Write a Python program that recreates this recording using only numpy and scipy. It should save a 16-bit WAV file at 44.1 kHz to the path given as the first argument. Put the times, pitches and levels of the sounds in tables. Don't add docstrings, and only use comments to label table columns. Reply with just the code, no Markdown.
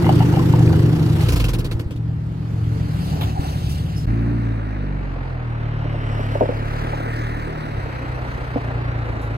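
import sys
import numpy as np
from scipy import signal
from scipy.fft import rfft, irfft, next_fast_len
from scipy.io import wavfile
from scipy.ndimage import uniform_filter1d, map_coordinates

SR = 44100
rng = np.random.default_rng(int(sys.argv[2]) if len(sys.argv) > 2 else 0)


def store_wav(level_fs):
    pcm = np.round(np.clip(np.atleast_2d(level_fs), -1, 1) * 32767)
    wavfile.write(sys.argv[1], SR, pcm.T.astype(np.int16))


def how_loud(loudness_db):
    steps = np.asarray(loudness_db, float) / 20
    return 10 ** steps


N = 413199
T = np.arange(N) / SR

# time in seconds, firing rate in Hz, effort in dB.
ENGINE = [
    [(0, 29.8, -14.5), (.7, 30.0, -14.5), (1.0, 29.75, -16), (1.292, 29.5, -17.5), (1.42, 27.5, -19),
     (1.95, 27.84, -28)],
    [(1.97, 37.5, -25), (2.15, 38.27, -26.5), (2.45, 37.3, -27), (2.75, 36.78, -21.5), (3.42, 35.78, -23.5),
     (4.05, 33.98, -22.5)],
    [(4.08, 55.74, -21), (4.35, 58.6, -23), (4.5, 56.2, -24), (4.62, 53.8, -28), (5.22, 43.4, -28),
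     (5.52, 38.42, -28), (6.01, 35.95, -24), (6.51, 35.7, -25.5), (7.3, 38.67, -27), (7.67, 37.73, -31.5),
     (7.75, 34.2, -23), (7.98, 30.5, -29), (8.38, 31.2, -29), (8.65, 29.0, -27), (8.9, 29.6, -26),
     (9.11, 27.9, -26), (9.37, 27.4, -25)],
]
CUTS_S = (1.96, 4.062)


def unit(x):
    return x / np.sqrt(np.mean(x ** 2) + 1e-20)


def along(points, hz):
    f, v = np.transpose(points)
    return np.interp(np.log(hz + 1), np.log(f + 1), v)


def curves(rows, t=T):
    s, *cols = np.transpose(rows)
    return [np.interp(t, s, c) for c in cols]


def held(rows, t=T):
    s, *cols = np.transpose(rows)
    return [c[np.searchsorted(s[1:], t)] for c in cols]


def by_stretch(rows):
    return np.transpose(rows)[:, np.searchsorted(CUTS_S, T)]


def waver():
    return 1.2 * map_coordinates(rng.standard_normal(60), [T * 5])


def resonate(x, modes):
    evenness = 0.53
    m = next_fast_len(N + SR // 2)
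    f = np.fft.rfftfreq(m, 1 / SR)
    h = 0
    for centre, width, db in modes:
        near = (f * width) ** 2
        h = h + how_loud(db) * (near / ((centre * centre - f * f) ** 2 + near)) ** 1.375
    echoes = 2.4 * np.sin(2 * np.pi * f * .0072) * np.clip(f / 60 - 2.2, 0, 1)
    slip = -np.exp(-1j * (1.465 * np.log(f + 1) - 7.1 + echoes))
    y = irfft(rfft(x, m) * h * slip, m)[:N]
    y /= np.sqrt(np.mean(h ** 2))
    power = np.abs(uniform_filter1d(uniform_filter1d(y * y, size=4000), size=4000)) + 1e-12
    return y / power ** (evenness / 2)


def resonate_by_stretch(x, sets):
    which = np.searchsorted(CUTS_S[1 - len(sets):], T)
    return np.choose(which, [resonate(x, modes) for modes in sets])


def rush(spectrum, patchy_db, grit_db):
    grains = how_loud(grit_db * unit(uniform_filter1d(rng.standard_normal(N), size=90)))
    hz, t, z = signal.stft(grains * rng.standard_normal((3, N)), SR, nperseg=512)
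    patches = uniform_filter1d(rng.standard_normal(z.shape[1:]), size=9, axis=0)
    patches = uniform_filter1d(patches, size=9, axis=1)
    z *= how_loud(patchy_db * unit(patches) + along(spectrum, hz)[:, None])
    return unit(signal.istft(z, nperseg=512)[1][:, :N])


def spread(x, share, loose=None):
    # start in seconds, samples left is late below the split,
    # samples left is late above it, share common to both microphones (0-1).
    lateness = [(0, 7, 7.5, .2), (.45, 6.5, 7.5, .36), (1.25, 7, 8, .55), (1.96, 15.5, 19, .3),
                (2.55, 17.5, 19.5, .45), (2.85, 19, 20, .55), (3.3, 20, 21, .75), (3.92, 18, 18.5, .75),
                (4.06, 21.5, 21.5, .6), (4.6, 22.5, 22, .6), (4.95, 13.5, 20, .5), (5.5, 14, 14, .55),
                (5.95, 16, 16.5, .7), (6.4, 18, 18, .6), (6.6, 21.5, 19.5, .75), (6.9, 23, 21.5, .9),
                (7.4, 22, 22, .75), (7.75, 18, 22, .6), (8.1, 13.5, 21, .6), (8.85, 13, 13, .65)]
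    # pitch in Hz, factor on the common share.
    alikeness = [(250, 1.05), (1000, .9), (2500, .85), (4500, .95), (8000, .85), (14000, .7)]
    split_hz = 3600
    hz, t, z = signal.stft(x, SR, nperseg=512)
    under, over, common = uniform_filter1d(held(lateness, t), size=40)
    lag = np.where(hz[:, None] < split_hz, under, over)
    ramp = np.exp(1j * np.pi * share * hz[:, None] * lag / SR)
    pair = np.array([z / ramp, z * ramp])
    if loose is not None:
        alike = np.clip(along(alikeness, hz)[:, None] * common, 0, .97)
        own = signal.stft(loose, nperseg=512)[2]
        pair = np.sqrt(alike) * pair + np.sqrt(1 - alike) * own
    return signal.istft(pair, nperseg=512)[1][:, :N]


def underbody(x):
    t = np.arange(SR // 6) / SR
    tail = rng.standard_normal((2, len(t))) * how_loud(-60 * t / .07) * (t > .002)
    return signal.fftconvolve(x[None], tail / np.linalg.norm(tail[0]), axes=1)[:, :N]


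def buffeting():
    # pitch in Hz, strength in dB per Hz.
    air = [(18, -36), (36, -6), (55, 11.5), (90, -16.5), (200, -25), (500, -62), (1500, -120)]
    return how_loud(-46) * rush(air, 2.5, 1.5)[:2]


def passing_car():
    # pitch in Hz, width in Hz, level in dB.
    far_modes = [(1500, 420, -1.5)]
    near_modes = [(1840, 580, -5), (3980, 420, -31)]
    nearest_s, comes_s, goes_s, level_db = 7.13, 0.15, 0.28, -36.5
    age = T - nearest_s
    swell = 1 / (1 + (age / np.where(age < 0, comes_s, goes_s)) ** 2) ** 0.95
    far = resonate(rng.standard_normal(N), far_modes)
    near = resonate(rng.standard_normal(N), near_modes)
    share = 1 / (1 + np.exp(-(age + 0.051) / 0.06))
    return how_loud(level_db) * swell * (np.sqrt(1 - share) * far + np.sqrt(share) * near)


def sand_scuff():
    # time in seconds, level in dB.
    swell = [(5.4, -68), (5.75, -50), (6.25, -46.5), (6.6, -52), (6.9, -68)]
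    # pitch in Hz, width in Hz, level in dB.
    modes = [(2900, 800, 2), (5200, 700, -13)]
    level_db = curves([(5.3, -120)] + swell + [(7, -120)])[0]
    return how_loud(level_db) * resonate(rng.standard_normal(N), modes)


def stone_drag():
    # time in seconds, level in dB.
    scrape = [(2.95, -62), (3.12, -38), (3.27, -35), (3.45, -34), (3.65, -43.5), (4.05, -51)]
    # pitch in Hz, width in Hz, level in dB.
    modes = [(760, 270, 10.5), (1080, 200, -10)]
    lumps_db = 3.5 * map_coordinates(rng.standard_normal(400), [T * 35])
    level_db = curves([(2.9, -92)] + scrape + [(4.06, -89)])[0]
    return how_loud(level_db + lumps_db) * resonate(rng.standard_normal(N), modes)


def tyres():
    # time in seconds, rolling in dB, crunching stones in dB.
    rolling = [
        [(0, -33, -39.5), (1, -36.5, -42.5), (1.22, -36, -39.5), (1.41, -39, -41.5), (1.54, -42, -52),
         (1.95, -49.5, -59)],
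        [(1.97, -46, -61), (2.3, -45.5, -58.5), (2.95, -38, -47.5), (3.06, -39.5, -41.5), (3.3, -36, -45),
         (3.33, -42, -48.5), (3.385, -40.5, -50), (3.41, -35.5, -43), (3.72, -43, -41.5), (3.8, -41, -44.5),
         (4.05, -41.5, -49.5)],
        [(4.08, -35.5, -53.5), (4.8, -36.5, -62.5), (5.6, -35.5, -64), (5.9, -33.5, -60), (6.32, -31, -50),
         (6.5, -33, -54), (6.8, -29.5, -48.5), (7.14, -31.5, -49), (7.6, -32, -53), (8.1, -31.5, -54.5),
         (8.5, -32.5, -54.5), (8.9, -30.5, -58.5), (9.37, -33, -55.5)],
    ]
    # rumble in dB over rolling, roar in dB over rolling, hiss shift in dB,
    # swish in dB over rolling.
    tread = [
        (4, -3.5, -0.7, -31.5),
        (1.5, -6, -1.5, -24),
        (0, -5, -2, -29.5),
    ]
    # pitch in Hz, strength in dB per Hz.
    rumble = [(150, -36), (250, 9), (356, 1.5), (399, 3.5), (792, 1), (908, 0.5), (1080, -6.5), (1400, -9),
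              (1820, -42.5), (3080, -120)]
    roar = [(600, -47), (900, -7.5), (1200, -1.5), (1500, -2), (1850, -4), (2200, -7.5), (2700, -12),
            (3300, -23), (4000, -19.5), (6000, -59.5), (9000, -120)]
    crunch = [(1650, -26), (2800, -5), (3520, -8), (4660, -9.5), (5130, -13.5), (5600, -12.5), (6090, -16),
              (7230, -17.5), (8000, -18), (10400, -22.5), (17600, -120)]
    hiss = [(3820, -32.5), (6500, -17), (7220, -11.5), (7980, 3), (9130, -2), (12100, 6), (15300, -3),
            (15850, -4)]
    swish = [(2900, -30.5), (3500, -5.5), (4000, -6), (4600, -1), (5200, -10.5), (5900, -9), (6800, -33)]
    # time in seconds, tick in dB (not used), share of noise cut once a firing (0-1).
    chopping = [(0, -70, .2), (1.2, -70, .22), (1.3, -70, .1), (4.05, -70, .1), (4.1, -70, .2)]
    rolling_db, crunch_db = curves(np.vstack(rolling))
    rumble_db, roar_db, hiss_db, swish_db = by_stretch(tread)
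    rumble_db = rumble_db + rolling_db
    roar_db = roar_db + rolling_db
    hiss_db = hiss_db - 47.5 + 1.22 * (crunch_db + 40.5)
    turns = np.cumsum(curves(np.vstack(ENGINE))[0]) / SR
    chop = 1 + np.clip(curves(chopping)[1], 0, 1) * np.cos(2 * np.pi * (turns + 0.18))
    surge_db = map_coordinates(rng.standard_normal(200), [T * 14])
    low = how_loud(rumble_db - 1.0) * rush(rumble, 0.95, 0.75)
    low += how_loud(roar_db + 0.38 * surge_db) * rush(roar, 0.48, 0.23)
    high = how_loud(crunch_db) * rush(crunch, 2.1, 0.81)
    high += how_loud(hiss_db) * rush(hiss, 0.58, 2.0)
    high += how_loud(swish_db + rolling_db + 1.5 * waver()) * rush(swish, 1.2, 1.2)
    return chop * (low + how_loud(.8 * surge_db) * high)


def chuffs():
    start_s, start_hz, slows_hz_per_s = 1.2845, 28.54, 34.9
    speed = np.sqrt(start_hz ** 2 - 2 * slows_hz_per_s * np.arange(12))
    return start_s + (start_hz - speed) / slows_hz_per_s, np.log10(speed / start_hz)


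def puff(s, length):
    out, age = np.zeros(N + SR), np.arange(SR // 5) / SR
    shape = (1 - np.exp(-age / 0.0011)) * np.exp(-age / 0.052)
    out[round(s * SR):][:len(age)] = shape / (1 + np.exp((age - length) / 0.0066))
    return out[:N]


def puffs():
    # start in seconds, peak in dB, middle colour in dB, length in seconds.
    sprays = [
        (1.207, -37.5, 0, 0.056),
        (1.96, -55, 1, 0.028),
        (3.695, -39, -22, 0.061),
        (3.966, -45, -14, 0.091),
        (7.708, -67, 5, 0.021),
        (8.293, -63, 9, 0.035),
        (9.064, -64, -10, 0.11),
        (9.215, -52, -16, 0.073),
    ]
    # pitch in Hz, strength in dB per Hz.
    top_colour = [(2940, -48), (5000, -5), (5560, -8), (7290, -10), (9780, -11), (12100, -11.5),
                  (15800, -14.5)]
    mid_colour = [(350, -17), (600, -14), (1080, 3), (1900, 2), (2450, 7), (4640, 3.5), (7000, -64),
                  (9100, -49), (15400, -120)]
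    stone_colour = [(450, -1), (900, 8), (1600, -7), (2200, -2.5), (2700, -1), (3800, -2), (4800, -18),
                    (9500, -23), (12500, -9), (15500, -17)]
    dust_colour = [(4700, -30), (5150, -2), (5350, -3), (5600, -8), (6100, -30)]
    chuff_db, top_fades_db, mid_fades_db, chuff_length_s = -30.5, 31.5, 22, 0.029
    bursts = [(s, chuff_db + top_fades_db * d, (mid_fades_db - top_fades_db) * d, chuff_length_s)
              for s, d in zip(*chuffs())]
    top, mid = np.zeros(N), np.zeros(N)
    for s, db, mid_db, length in bursts + sprays:
        top += how_loud(db + 0.5) * puff(s, length)
        mid += how_loud(db + mid_db + 2.5) * puff(s, length)
    out = top * rush(top_colour, 1.5, 1.2) + mid * rush(mid_colour, 2.2, 3.5)
    out += how_loud(-27) * puff(3.209, 0.051) * rush(stone_colour, 1.5, 2)
    dust = rush([(3000, -120)] + dust_colour + [(9000, -120)], 1, 1)
    return out + how_loud(-41.5) * puff(3.962, .095) * dust


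def knocks():
    # start in seconds, peak in dB, ring in Hz, low ring in dB.
    blows = [(1.749, -13, 75, -25), (1.861, -19, 64.5, -29), (3.025, -47, 606, -2), (3.211, -22, 760, -18),
             (3.39, -17, 58, -29), (3.395, -28, 560, 10), (4.836, -24, 404, -14), (5.01, -28, 305, -19),
             (5.161, -27, 540, -3), (5.212, -29, 480, -15), (5.604, -29, 343, -19), (5.852, -20.5, 600, 3),
             (5.854, -22.5, 365, -14), (6.173, -26, 482, -15), (7.406, -35, 339, -15),
             (8.508, -39, 385, -15), (5.943, -18.5, 595, -20), (6.194, -18.5, 590, -8),
             (6.354, -8.5, 570, -13), (6.409, -1, 630, -18), (6.416, -4, 440, -9), (6.426, -8.5, 493, -18),
             (6.437, -13, 580, -17), (6.424, -15, 390, -25), (6.455, -14, 566, -22),
             (6.4912, -8, 490, -6.5), (6.522, -17, 566, -23), (6.933, -15, 843, -12),
             (6.934, -20, 540, -15), (8.5562, -22, 740, -7), (8.5598, -11, 492, 2.5), (8.573, -16, 700, -8),
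             (8.703, -23, 647, -2)]
    # start in seconds, peak in dB, ring in Hz, rise in ms,
    # time to fall 60 dB in seconds.
    rattles = [(0.024, -24, 825, 0.56, .02), (0.044, -18, 770, 1.7, 0.042), (0.066, -10.5, 905, .4, 0.014),
               (0.0917, -1, 750, 1.5, 0.033), (0.153, -30, 786, 1, .03), (0.2045, -3, 773, 5, .035),
               (0.221, -10.5, 895, 3.7, .035), (0.326, -15, 780, .4, 0.014), (0.338, -17, 800, .4, 0.032),
               (0.3665, -14, 770, 2.2, 0.034), (0.3715, -12, 776, 0.9, .025), (0.0965, -10, 754, 1, .03),
               (0.209, -15, 790, 1, .025), (0.395, -15, 1040, 1, 0.033), (0.429, -20, 1000, .3, 0.011),
               (0.537, -7.5, 910, 0.72, 0.014), (0.569, -22, 700, 0.54, .02), (0.587, -21, 842, .5, 0.022),
               (0.607, -16, 760, 0.54, .025), (0.704, -21, 1040, .4, .015), (0.731, -21, 740, 1, 0.033),
               (0.741, -18, 1386, .4, 0.018), (0.966, -24, 830, .5, .02), (1.017, -23, 910, .4, .015)]
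    # start in seconds, peak in dB, ring in Hz.
    bolt_ticks = [(0.0443, -20, 2030), (0.0666, -17.5, 2080), (0.0915, -19, 3000), (0.1261, -35, 2800),
                  (0.205, -22, 1980), (0.2264, -26, 2230), (0.338, -29, 2900), (0.352, -29, 2950),
                  (0.3614, -23, 3000), (0.4269, -39, 1550), (0.537, -33, 1950), (0.5874, -29, 1620),
                  (0.6754, -22, 2480), (0.7287, -31, 1500), (0.989, -35, 1670), (1.0296, -35, 2920),
                  (1.162, -29, 2040), (1.2067, -23, 2100)]
    pan_hz, blow_t60_s = 271, 0.046
    rows = []
    for s, db, hz, low_db in blows:
        notes = [(pan_hz, low_db), (hz, -1.5), (hz * 1.128, -9), (hz * 0.74, -9), (hz * 1.426, -13)]
        rows.append((s, db, notes, 0.87, blow_t60_s))
    for s, db, hz, rise_ms, t60 in rattles:
        notes = [(hz, 0), (hz * 1.104, -15), (hz * 1.6, -15), (2900, -11)]
        rows.append((s, db, notes, rise_ms, t60))
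    for s, db, hz in bolt_ticks:
        rows.append((s, db, [(hz, 0), (hz * 1.38, -4), (hz * 0.75, -5)], .3, 0.031))
    for s, d in zip(*chuffs()):
        notes = [(467, 0), (pan_hz, 0), (1020, -9), (1430, -11)]
        rows.append((s + 0.00298, -21 + 13 * d, notes, .5, blow_t60_s))
    out, t = np.zeros(N + SR), np.arange(SR // 5) / SR
    for s, db, notes, rise_ms, t60 in rows:
        ring = sum(how_loud(level_db - 60 * t / t60 * max(hz / 900, 1)) * np.sin(2 * np.pi * hz * t)
                   for hz, level_db in notes)
        out[round(s * SR):][:len(t)] += how_loud(db) * ring * (1 - np.exp(-1000 * t / rise_ms))
    return out[:N]


def firings(hz, scatter_db, swing_db):
    count = np.floor(np.cumsum(hz) / SR).astype(int)
    size_db = scatter_db * rng.standard_normal(N // 100)[count] + swing_db * (-1) ** count
    return np.diff(count, prepend=0) * how_loud(size_db) * np.sqrt(SR / hz)


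def valves(fired):
    # ring in Hz, width in Hz, level in dB.
    metal = [
        (2700, 900, -13),
        (4650, 330, 0),
        (3200, 500, -9),
        (5900, 1200, -11),
    ]
    early_s, fade_s, stops_s = .008, 0.00096, 1.2
    shut = np.roll(fired, -round(early_s * SR))
    shut = signal.lfilter([1], [1, -np.exp(-1 / (fade_s * SR))], shut) * rng.standard_normal(N)
    ring = sum(how_loud(db) * signal.lfilter(*signal.iirpeak(hz, hz / width, SR), shut)
               for hz, width, db in metal)
    return how_loud(-52) * unit(ring) * (T < stops_s)


def flywheel():
    # time in seconds, pitch in Hz, level in dB.
    moan = [
        (1.252, 60, -26),
        (1.422, 52.2, -16),
        (1.622, 37, -26),
        (1.75, 35.82, -31),
    ]
    hz, db = curves([(1.2, 62, -70)] + moan + [(1.8, 34.1, -69)])
    return how_loud(db + 2) * np.sin(2 * np.pi * np.cumsum(hz) / SR)


def motor_lines(hz, effort_db, idle_hz, idle_db):
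    # multiple of the firing rate, level in dB against the effort.
    idle_orders = [(2, -20), (6, -9), (7, -1), (9, -13), (12, -17), (21, -28)]
    panel_orders = [(11, -20), (11.5, -18), (13.5, -24), (16.5, -27), (17, -29)]
    idle_turn = 2 * np.pi * np.cumsum(idle_hz) / SR
    lines = sum(how_loud(effort_db + idle_db + db + 0.6 * waver()) * np.sin(round(k) * idle_turn)
                for k, db in idle_orders)
    turn = 2 * np.pi * np.cumsum(hz) / SR
    early = np.clip((1.45 - T) / .2, 0, 1)
    return lines + early * sum(how_loud(effort_db + db + 1.8 * waver()) * np.sin(k * turn + waver())
                               for k, db in panel_orders)


def engines():
    # time in seconds, firing rate in Hz, strength in dB against the engine.
    idler = [
        (0, 24.6, -1),
        (.6, 23.5, -1),
        (1.25, 22.4, -2),
        (1.3, 22.3, -20),
        (1.9, 22.3, -20),
        (1.97, 22.3, -2),
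        (4.05, 22, -6),
        (4.07, 22, -60),
    ]
    # start in seconds, size scatter in dB, strong-weak swing in dB,
    # noise share (0-1).
    unevenness = [
        (0, .8, 1.2, .035),
        (1.33, 2, 1, .3),
        (1.96, 1.5, .5, .09),
        (4.06, .6, .6, .015),
        (7.67, 1.5, .5, .1),
        (7.92, 1.2, 1.3, .07),
    ]
    # boom, pipe, silencer and growl, all in dB.
    places = [
        (-17.5, -4.5, -7.5, -6),
        (-10, -0.5, -6, -16),
        (-1.5, -0.5, -12, -16),
    ]
    # time in seconds, pipe in dB, silencer in dB.
    load = [(0, 1, -4), (.3, -1.5, -5), (.5, 1, -0.5), (.85, 0, -0.5), (1.9, -1.5, -1.5), (2.2, 1.5, -0.5),
            (2.38, -5.5, 1.5), (2.7, 2, -5.5), (2.9, -2, -0.5), (3.12, -4, 3.5), (3.25, 5.5, -4.5),
            (3.37, -7, -8), (3.55, 0, 0.5), (4.05, -3, 1), (4.1, 0, 3.5), (7.2, -0.5, 0.5), (7.6, -8, 10.5),
            (7.8, -0.5, -3), (8.8, 0, -3)]
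    # pitch in Hz, width in Hz, level in dB.
    cavity = [
        [(30, 17, -24), (51.8, 7.9, -13), (68, 7.8, -13)],
        [(37, 8, 10.5), (48.7, 10, 27), (62, 12, 9.5), (78, 11.7, 10)],
    ]
    pipe = [
        [(86.5, 25, -5.5), (115.5, 11.2, 2)],
        [(85.8, 2.4, -19.5), (113.1, 33.2, -13)],
    ]
    silencer = [
        [(151.3, 6.9, 7.5), (156.7, 51, 13.5), (191, 14, 0.5)],
        [(141.8, 8.6, 6.5), (160, 6.7, 11), (174.4, 32, 4.5)],
        [(148.3, 6.8, 9.5), (160, 7, -14)],
    ]
    panels = [
        [(225.4, 19.5, 4.5), (293, 51, 1.5), (339.5, 29, 6), (393, 47, -2.5), (484, 104, -12)],
        [(219, 63, -1.5), (296, 24, -1), (365, 48, -4.5), (442, 15, -7.5)],
        [(194, 50, 15.5), (256, 64, 7), (305, 34, 5.5), (356, 63, 0), (450, 220, -26)],
    ]
    # time in seconds, level in dB.
    last_kick = (1.86, -15)

    hz, effort_db = curves(np.vstack(ENGINE))
    boom_db, pipe_db, throat_db, growl_db = effort_db + by_stretch(places) + [waver() for _ in range(4)]
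    pipe_load_db, throat_load_db = curves(load)
    pipe_db = pipe_db + pipe_load_db + 2.5 * np.log2(np.maximum(hz / 40, 1))
    throat_db = throat_db + throat_load_db
    growl_db = growl_db + 17.5 * np.log2(hz / 36)
    idle_hz, idle_db = curves(idler)
    scatter_db, swing_db, share = held(unevenness)

    own = firings(hz, scatter_db, swing_db)
    idle_late_s, thump_late_s = .0042, 0.00886
    drive = own + how_loud(idle_db) * np.roll(firings(idle_hz, .8, .3), round(idle_late_s * SR))
    times, decades = chuffs()
    thump_at = np.round((times + thump_late_s) * SR).astype(int)
    drive[thump_at] += how_loud(-12.5 + 45.0 - 18 * decades)
    drive[round(last_kick[0] * SR)] += how_loud(last_kick[1] + 51.5)

    def part(level_db, noise_share, sets):
        rough = np.sqrt(1 - noise_share) * drive + np.sqrt(noise_share) * rng.standard_normal(N)
        return how_loud(level_db) * resonate_by_stretch(rough, sets)

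    throb = part(boom_db, share / 2, cavity) + part(pipe_db, share, pipe)
    throb += part(throat_db, share, silencer)
    throb += part(growl_db, np.clip(3 * share + .13, 0, .8), panels)
    tones = flywheel() + motor_lines(hz, effort_db, idle_hz, idle_db)
    return throb + tones, valves(own)


def scene():
    noise = tyres() + puffs()
    blows = knocks()
    motor, ticks = engines()
    motor_highs = signal.lfilter(*signal.butter(3, 230, 'high', fs=SR), motor)
    motor_bass = signal.lfilter(*signal.butter(2, 70, fs=SR), motor)
    near = spread(motor + ticks, .8) + spread(blows, .9)
    near += how_loud(-5.5) * underbody(blows) + how_loud(-7) * underbody(motor_highs)
    near += np.array([[-1], [1]]) * 0.23 * motor_bass
    side = noise[0] + passing_car() + stone_drag() + sand_scuff()
    mix = how_loud([[-.08], [.08]]) * near + how_loud([[-2], [2]]) * buffeting()
    return mix + spread(side, 0.97, noise[1:])


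def top_cut(x):
    return signal.sosfilt(signal.butter(12, 15850, fs=SR, output="sos"), x)


def record(dry):
    # sound out, fade-out, sound back and fade-in, all in seconds.
    join = (4.0578, .0015, 4.062, .012)
    out, fade_out, back, fade_in = join
    gap = np.clip(np.maximum((out - T) / fade_out, (T - back) / fade_in), 0, 1)
    gap *= np.clip((T[-1] - T) / .003, 0, 1)
    passed = np.fft.rfftfreq(2 * N, 1 / SR) < 15850
    band = irfft(rfft(dry * gap, 2 * N) * passed)[:, :N]
    return top_cut(band)


dry = scene()
out = record(dry)
store_wav(out)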